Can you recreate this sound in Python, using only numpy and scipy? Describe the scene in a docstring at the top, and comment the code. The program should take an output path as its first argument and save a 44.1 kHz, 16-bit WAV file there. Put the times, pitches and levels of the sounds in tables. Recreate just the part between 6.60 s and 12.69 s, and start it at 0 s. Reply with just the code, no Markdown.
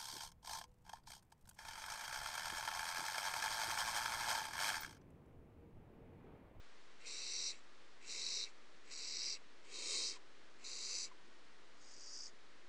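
"""Five rasping hisses swell and break off: a barn owl chick begs in a hollow tree, by a nest camera.
Soft bill clucks follow the last two, then a weaker, thinner hiss comes from a chick further back.
Each hiss is air chopped by an uneven flutter of the syrinx and coloured by the throat.
The hollow hums along with the near chick, over a steady hush and a trace of electrical hum."""
import sys
import numpy as np
from scipy import signal
from scipy.fft import rfft, irfft
from scipy.io import wavfile
from scipy.ndimage import uniform_filter1d

SR = 44100
rng = np.random.default_rng(int(sys.argv[2]) if len(sys.argv) > 2 else 0)


def store_pcm(level_fs):
    """Save levels as 16-bit WAV."""
    pcm = np.round(np.clip(level_fs, -1, 1) * 32767).astype(np.int16)
    wavfile.write(sys.argv[1], SR, np.atleast_2d(pcm).T)


N = 268480
TIME = np.arange(N) / SR
BIN_HZ = np.fft.rfftfreq(N, 1 / SR)


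def amp(db):
    return 10 ** (np.asarray(db) / 20)


def unit_rms(x):
    return x / np.sqrt(np.mean(x ** 2) + 1e-20)


def eq_curve(points):
    """Gain per bin from points joined on a log-frequency axis."""
    hz, db = np.transpose(points)
    return amp(np.interp(np.log(BIN_HZ + 1), np.log(hz), db))


def resonances(modes):
    """Gain per bin of a set of steep-sided resonances."""
    power = sum(amp(db) ** 2 / (1 + ((BIN_HZ - hz) / width) ** 2) ** 4 for hz, width, db in modes)
    return np.sqrt(power)


def colour(x, gain):
    """Minimum-phase filter with the given gain per bin; the result has unit rms."""
    log_gain = np.log(np.maximum(gain / gain.max(), 1e-5))
    mirrored = np.concatenate([log_gain, log_gain[-2:0:-1]])
    phase = -signal.hilbert(mirrored).imag[:len(gain)]
    return unit_rms(irfft(rfft(x) * gain * np.exp(1j * phase), N))


def background(hush_db=-65.5):
    """The bed: an even hush and a trace of electrical hum."""
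    # tone of the hush: freq_hz, gain_db
    hush_eq = [(30, -13.5), (100, -12), (160, -7.5), (250, -1.5), (370, 1), (600, -3.5), (800, -5.5),
               (1150, -3), (1900, -3.5), (2600, -7.5), (4200, -9), (7000, -17.5), (9300, -25.5),
               (10500, -34.5)]
    # partials of the hum: pitch_hz, rms_db
    hum_partials = [(65.5, -88.5), (131, -97.5)]
    hush = amp(hush_db) * colour(rng.standard_normal(N), eq_curve(hush_eq))
    hum = sum(amp(db) * np.sqrt(2) * np.sin(2 * np.pi * hz * TIME) for hz, db in hum_partials)
    return hush + hum


def tree_reverb(x, wet_db=-20, t60_s=0.098, predelay_s=0.002):
    """Rotten wood and litter add only a short, weak tail."""
    t = TIME[:SR // 4]
    tail = rng.standard_normal(len(t)) * amp(-60 * t / t60_s) * (t > predelay_s)
    return x + amp(wet_db) * signal.fftconvolve(x, tail / np.linalg.norm(tail))[:N]


def bill_clucks(rise_s=0.0042, sag=0.19, sag_s=0.011, overtone_db=-7, overtone_s=0.025):
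    """The bill shuts after a call: a brief falling note whose overtone dies first."""
    # soft clucks: start_s, level_db, pitch_hz
    clucks = [(3.563, -56, 1117), (4.513, -56, 1122)]
    out = np.zeros(N)
    for start_s, level_db, pitch_hz in clucks:
        age = np.maximum(TIME - start_s, 0)
        glide_hz = pitch_hz * (1 - sag * (1 - np.exp(-age / sag_s)))
        phase = 2 * np.pi * np.cumsum(glide_hz) / SR
        note = np.sin(phase) + amp(overtone_db) * np.exp(-age / overtone_s) * np.sin(2 * phase)
        out += amp(level_db) * age / rise_s * np.exp(1 - age / rise_s) * note
    return out


def hiss_stages(start_s, length_s, attack_s, release_s, tail_s, crest_share, level_db, swell_db,
                crest_gape_db, break_gape_db, crest_edge_db, break_edge_db):
    """Times, level, gape and edge of a hiss; gape is its middle band against the whole, edge its top."""
    crest_s = min(crest_share, 1) * length_s
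    released_s = length_s + release_s
    # seven stages: first air, rasp catches, swell begins, crest, break, released, rest
    times = start_s + np.array([-0.057, 0, attack_s, crest_s, length_s, released_s, released_s + tail_s])
    levels_db = level_db + np.array([-33, -16.5 - swell_db, -swell_db, 0, -1, -22.5, -33])
    slack_db = -3.5  # gape while the syrinx is slack
    gape_db = [slack_db, slack_db, -4, crest_gape_db, break_gape_db, slack_db, slack_db]
    edge_db = [-2.5, -2.5, -7, crest_edge_db, break_edge_db, -4.5, -4.5]
    return times, levels_db, gape_db, edge_db


def envelope(times, levels_db, fade_s=0.016):
    """Level curve of one call, silent outside it."""
    gate = np.clip(np.minimum(TIME - times[0], times[-1] - TIME) / fade_s, 0, 1)
    return amp(np.interp(TIME, times, levels_db)) * gate


def airflow(times, level_db, swell_db, sag_db_per_s=39, stop_s=0.02):
    """Breath envelope: the air comes before the rasp, sags after the crest and outlasts the break."""
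    first_air, _, swelling, crest, _, released, _ = times
    flow_times = [first_air, swelling, crest, released, released + stop_s]
    flow_db = [-10.5 - swell_db, -swell_db, 0, -sag_db_per_s * (released - crest), -27]
    return envelope(times, level_db + np.interp(times, flow_times, flow_db))


def syrinx_flutter(flaps_per_s, jitter, spread_db, puff_s):
    """The syrinx flaps unevenly; each flap opens it for a short puff."""
    gap, size = rng.standard_normal((6000, 2)).T
    periods = np.exp(jitter * gap - jitter ** 2 / 2)
    onsets = (np.cumsum(periods) * SR / flaps_per_s).astype(int)
    strengths = amp(spread_db * np.clip(size, -2, 2))
    flaps = np.bincount(onsets[onsets < N], strengths[onsets < N], N)
    return unit_rms(signal.lfilter([1], [1, -np.exp(-1 / (puff_s * SR))], flaps))


def turbulence(puffs, roughness):
    """Air through the fluttering gap: the less rough, the more of it leaks past steadily."""
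    opening = roughness * puffs + 1 - roughness
    opening /= np.sqrt(uniform_filter1d(opening ** 2, size=800))  # the push behind it stays even
    return opening * rng.standard_normal(N)


def above(hz):
    """Gain per bin of a steep, smooth low cut."""
    return 1 / (1 + np.exp(np.clip((hz - BIN_HZ) / 60, -50, 50)))


def throat_rasp(air, throat, times, levels_db, gape_db, edge_db, low_cut_hz, middle_hz=4400, top_hz=6400):
    """Air rings the throat; gape sets the middle band's share and edge the top's."""
    spectrum = rfft(colour(air, resonances(throat) * above(low_cut_hz)))
    bands = 1 - above(middle_hz), above(middle_hz) - above(top_hz), above(top_hz)
    low, middle, top = (irfft(spectrum * band, N) for band in bands)
    middle_gain = amp(np.interp(TIME, times, gape_db))
    top_gain = amp(np.interp(TIME, times, edge_db))  # most hisses dull as they swell
    spare_power = 1 - middle_gain ** 2 - top_gain ** 2
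    low_gain = np.sqrt(np.clip(spare_power, np.var(low) / 2, 2 * np.var(low)))
    rasp = low_gain * unit_rms(low) + middle_gain * unit_rms(middle) + top_gain * unit_rms(top)
    return envelope(times, levels_db) * rasp


def far_chick():
    """One weaker, thinner hiss from further back, with a slower flutter."""
    # the hiss: start_s, length_s, attack_s, release_s, tail_s, crest_share, level_db, swell_db,
    # crest_gape_db, break_gape_db, crest_edge_db, break_edge_db
    call = (5.186, 0.48, 0.032, 0.05, 0, 0.76, -52.3, 11.8, 0, -0.5, -9.5, -9)
    # throat resonances: centre_hz, width_hz, gain_db
    throat = [(4790, 370, 1), (5220, 430, 1.5), (5840, 450, -2.5), (6480, 320, -3.5), (7050, 430, -7.5),
              (8040, 200, -9), (8700, 140, -31)]
    puffs = syrinx_flutter(flaps_per_s=260, jitter=0.42, spread_db=1.5, puff_s=0.0026)
    air = turbulence(puffs, roughness=0.58)
    return throat_rasp(air, throat, *hiss_stages(*call), low_cut_hz=4400)


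def near_chick(rasp_trim_db=0.61):
    """Five hisses: the rasp on top, rushing breath under it, windpipe and hollow sounding along."""
    # one hiss a row: start_s, length_s, attack_s, release_s, tail_s, crest_share, level_db (before trim),
    # swell_db, crest_gape_db, break_gape_db, crest_edge_db, break_edge_db, flow_db, flow_swell_db,
    # roughness (0-1), hollow_db, windpipe_db (the last two against the airflow)
    calls = [ (0.450, 0.46, 0.02, 0.027, 0.072, 0.94, -43.1, 8.7, -1.3, -7, -12.5, -12.5, -58, 0, 0.42, -10.5, -26),
             (1.459, 0.38, 0.041, 0.04, 0.042, 0.85, -43.3, 5, -2.4, -5.5, -12, -15, -58, 0, 0.54, -9.5, -30),
             (2.296, 0.446, 0.021, 0.031, 0.016, 0.84, -44, 7.5, -0.6, -1, -13, -13, -57, 5, 0.7, -10.5, -36),
             (3.091, 0.402, 0.055, 0.073, 0.023, 0.63, -42.1, 10.2, -4.5, -0.7, -5.5, -11.5, -54, 6.5, 0.4, -4, -9),
             (4.038, 0.41, 0.0084, 0.035, 0.018, 0.76, -45.5, 7, -1.6, -2, -7, -5.7, -59.6, 3, 0.5, -7.5, -35)]
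    # throat resonances, one set per hiss: centre_hz, width_hz, gain_db
    throats = [
        [(3970, 420, 3), (4470, 520, -2), (5030, 440, -6), (5660, 310, 1.5), (6050, 270, -3), (6730, 210, -11),
         (7130, 88, -6.5), (7620, 350, -7.5), (8590, 220, -15.5), (9410, 280, -21.5)],
        [(3975, 400, -1), (4500, 350, -5.5), (5010, 290, -6), (5670, 670, -4.5), (6640, 120, -10.5),
         (7080, 190, -12.5), (7640, 320, -10), (8800, 320, -23.5), (9370, 320, -25.5)],
        [(3970, 310, -3), (4800, 750, 2), (5620, 270, 2.5), (5960, 270, -1), (6730, 420, -10.5),
         (7460, 210, -8.5), (7800, 150, -7.5), (8400, 130, -19.5), (9270, 330, -23.5)],
        [(3920, 530, -2), (4480, 550, -2.5), (5010, 400, -2.5), (5600, 500, -4), (6000, 300, -4.5),
         (6700, 520, -3.5), (7440, 1100, -6), (8100, 380, -7), (9110, 450, -14)],
        [(4020, 390, -1), (4710, 750, 1), (5980, 550, 0.5), (6860, 310, -5.5), (7350, 300, -6),
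         (7750, 320, -8.5), (9050, 270, -17.5), (9600, 200, -21.5)],
    ]
    # tone of the air rushing through the open bill: freq_hz, gain_db
    rush_eq = [(800, -25.5), (1100, -14.5), (1400, -18), (1700, -22), (1950, -6), (2200, 1.5), (2430, -2),
               (2700, .5), (2960, -12.5), (3170, -10), (3420, -15), (3650, -15), (4000, -8), (8000, -31),
               (10000, -33)]
    # the windpipe's ring near 3.2 kHz, heard mainly in the fourth hiss: centre_hz, width_hz, gain_db
    windpipe_modes = [(3170, 290, 0)]
    # the hollow's low resonances: centre_hz, width_hz, gain_db
    hollow_modes = [(351, 130, -4.5), (440, 147, 0.5), (704, 340, -15), (1114, 325, -8)]
    puffs = syrinx_flutter(flaps_per_s=340, jitter=0.38, spread_db=1.3, puff_s=0.0015)
    breath = turbulence(puffs, roughness=0.45)
    rush = colour(breath, eq_curve(rush_eq))
    windpipe = colour(breath, resonances(windpipe_modes))
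    hollow = colour(rng.standard_normal(N), resonances(hollow_modes))
    out = np.zeros(N)
    for (*call, flow_db, flow_swell_db, roughness, hollow_db, windpipe_db), throat in zip(calls, throats):
        times, levels_db, gape_db, edge_db = hiss_stages(*call)
        air = turbulence(puffs, roughness)
        rasp = throat_rasp(air, throat, times, levels_db, gape_db, edge_db, low_cut_hz=3614)
        body = rush + amp(windpipe_db) * windpipe + amp(hollow_db) * hollow
        out += amp(rasp_trim_db) * rasp + airflow(times, flow_db, flow_swell_db) * body
    return out


def scene():
    """Both chicks in the hollow tree, over the background, in mono."""
    chicks = near_chick() + far_chick() + bill_clucks()
    return (tree_reverb(chicks) + background())[None]


def record(dry):
    """The camera cuts the top treble; its input sits slightly off zero."""
    cutoff_hz, dc_offset = 10600, -0.0029
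    lowpass = signal.firwin(255, cutoff_hz, window=("kaiser", 8), fs=SR)
    return dc_offset + signal.oaconvolve(dry, lowpass[None], "same")


dry = scene()
out = record(dry)
store_pcm(out)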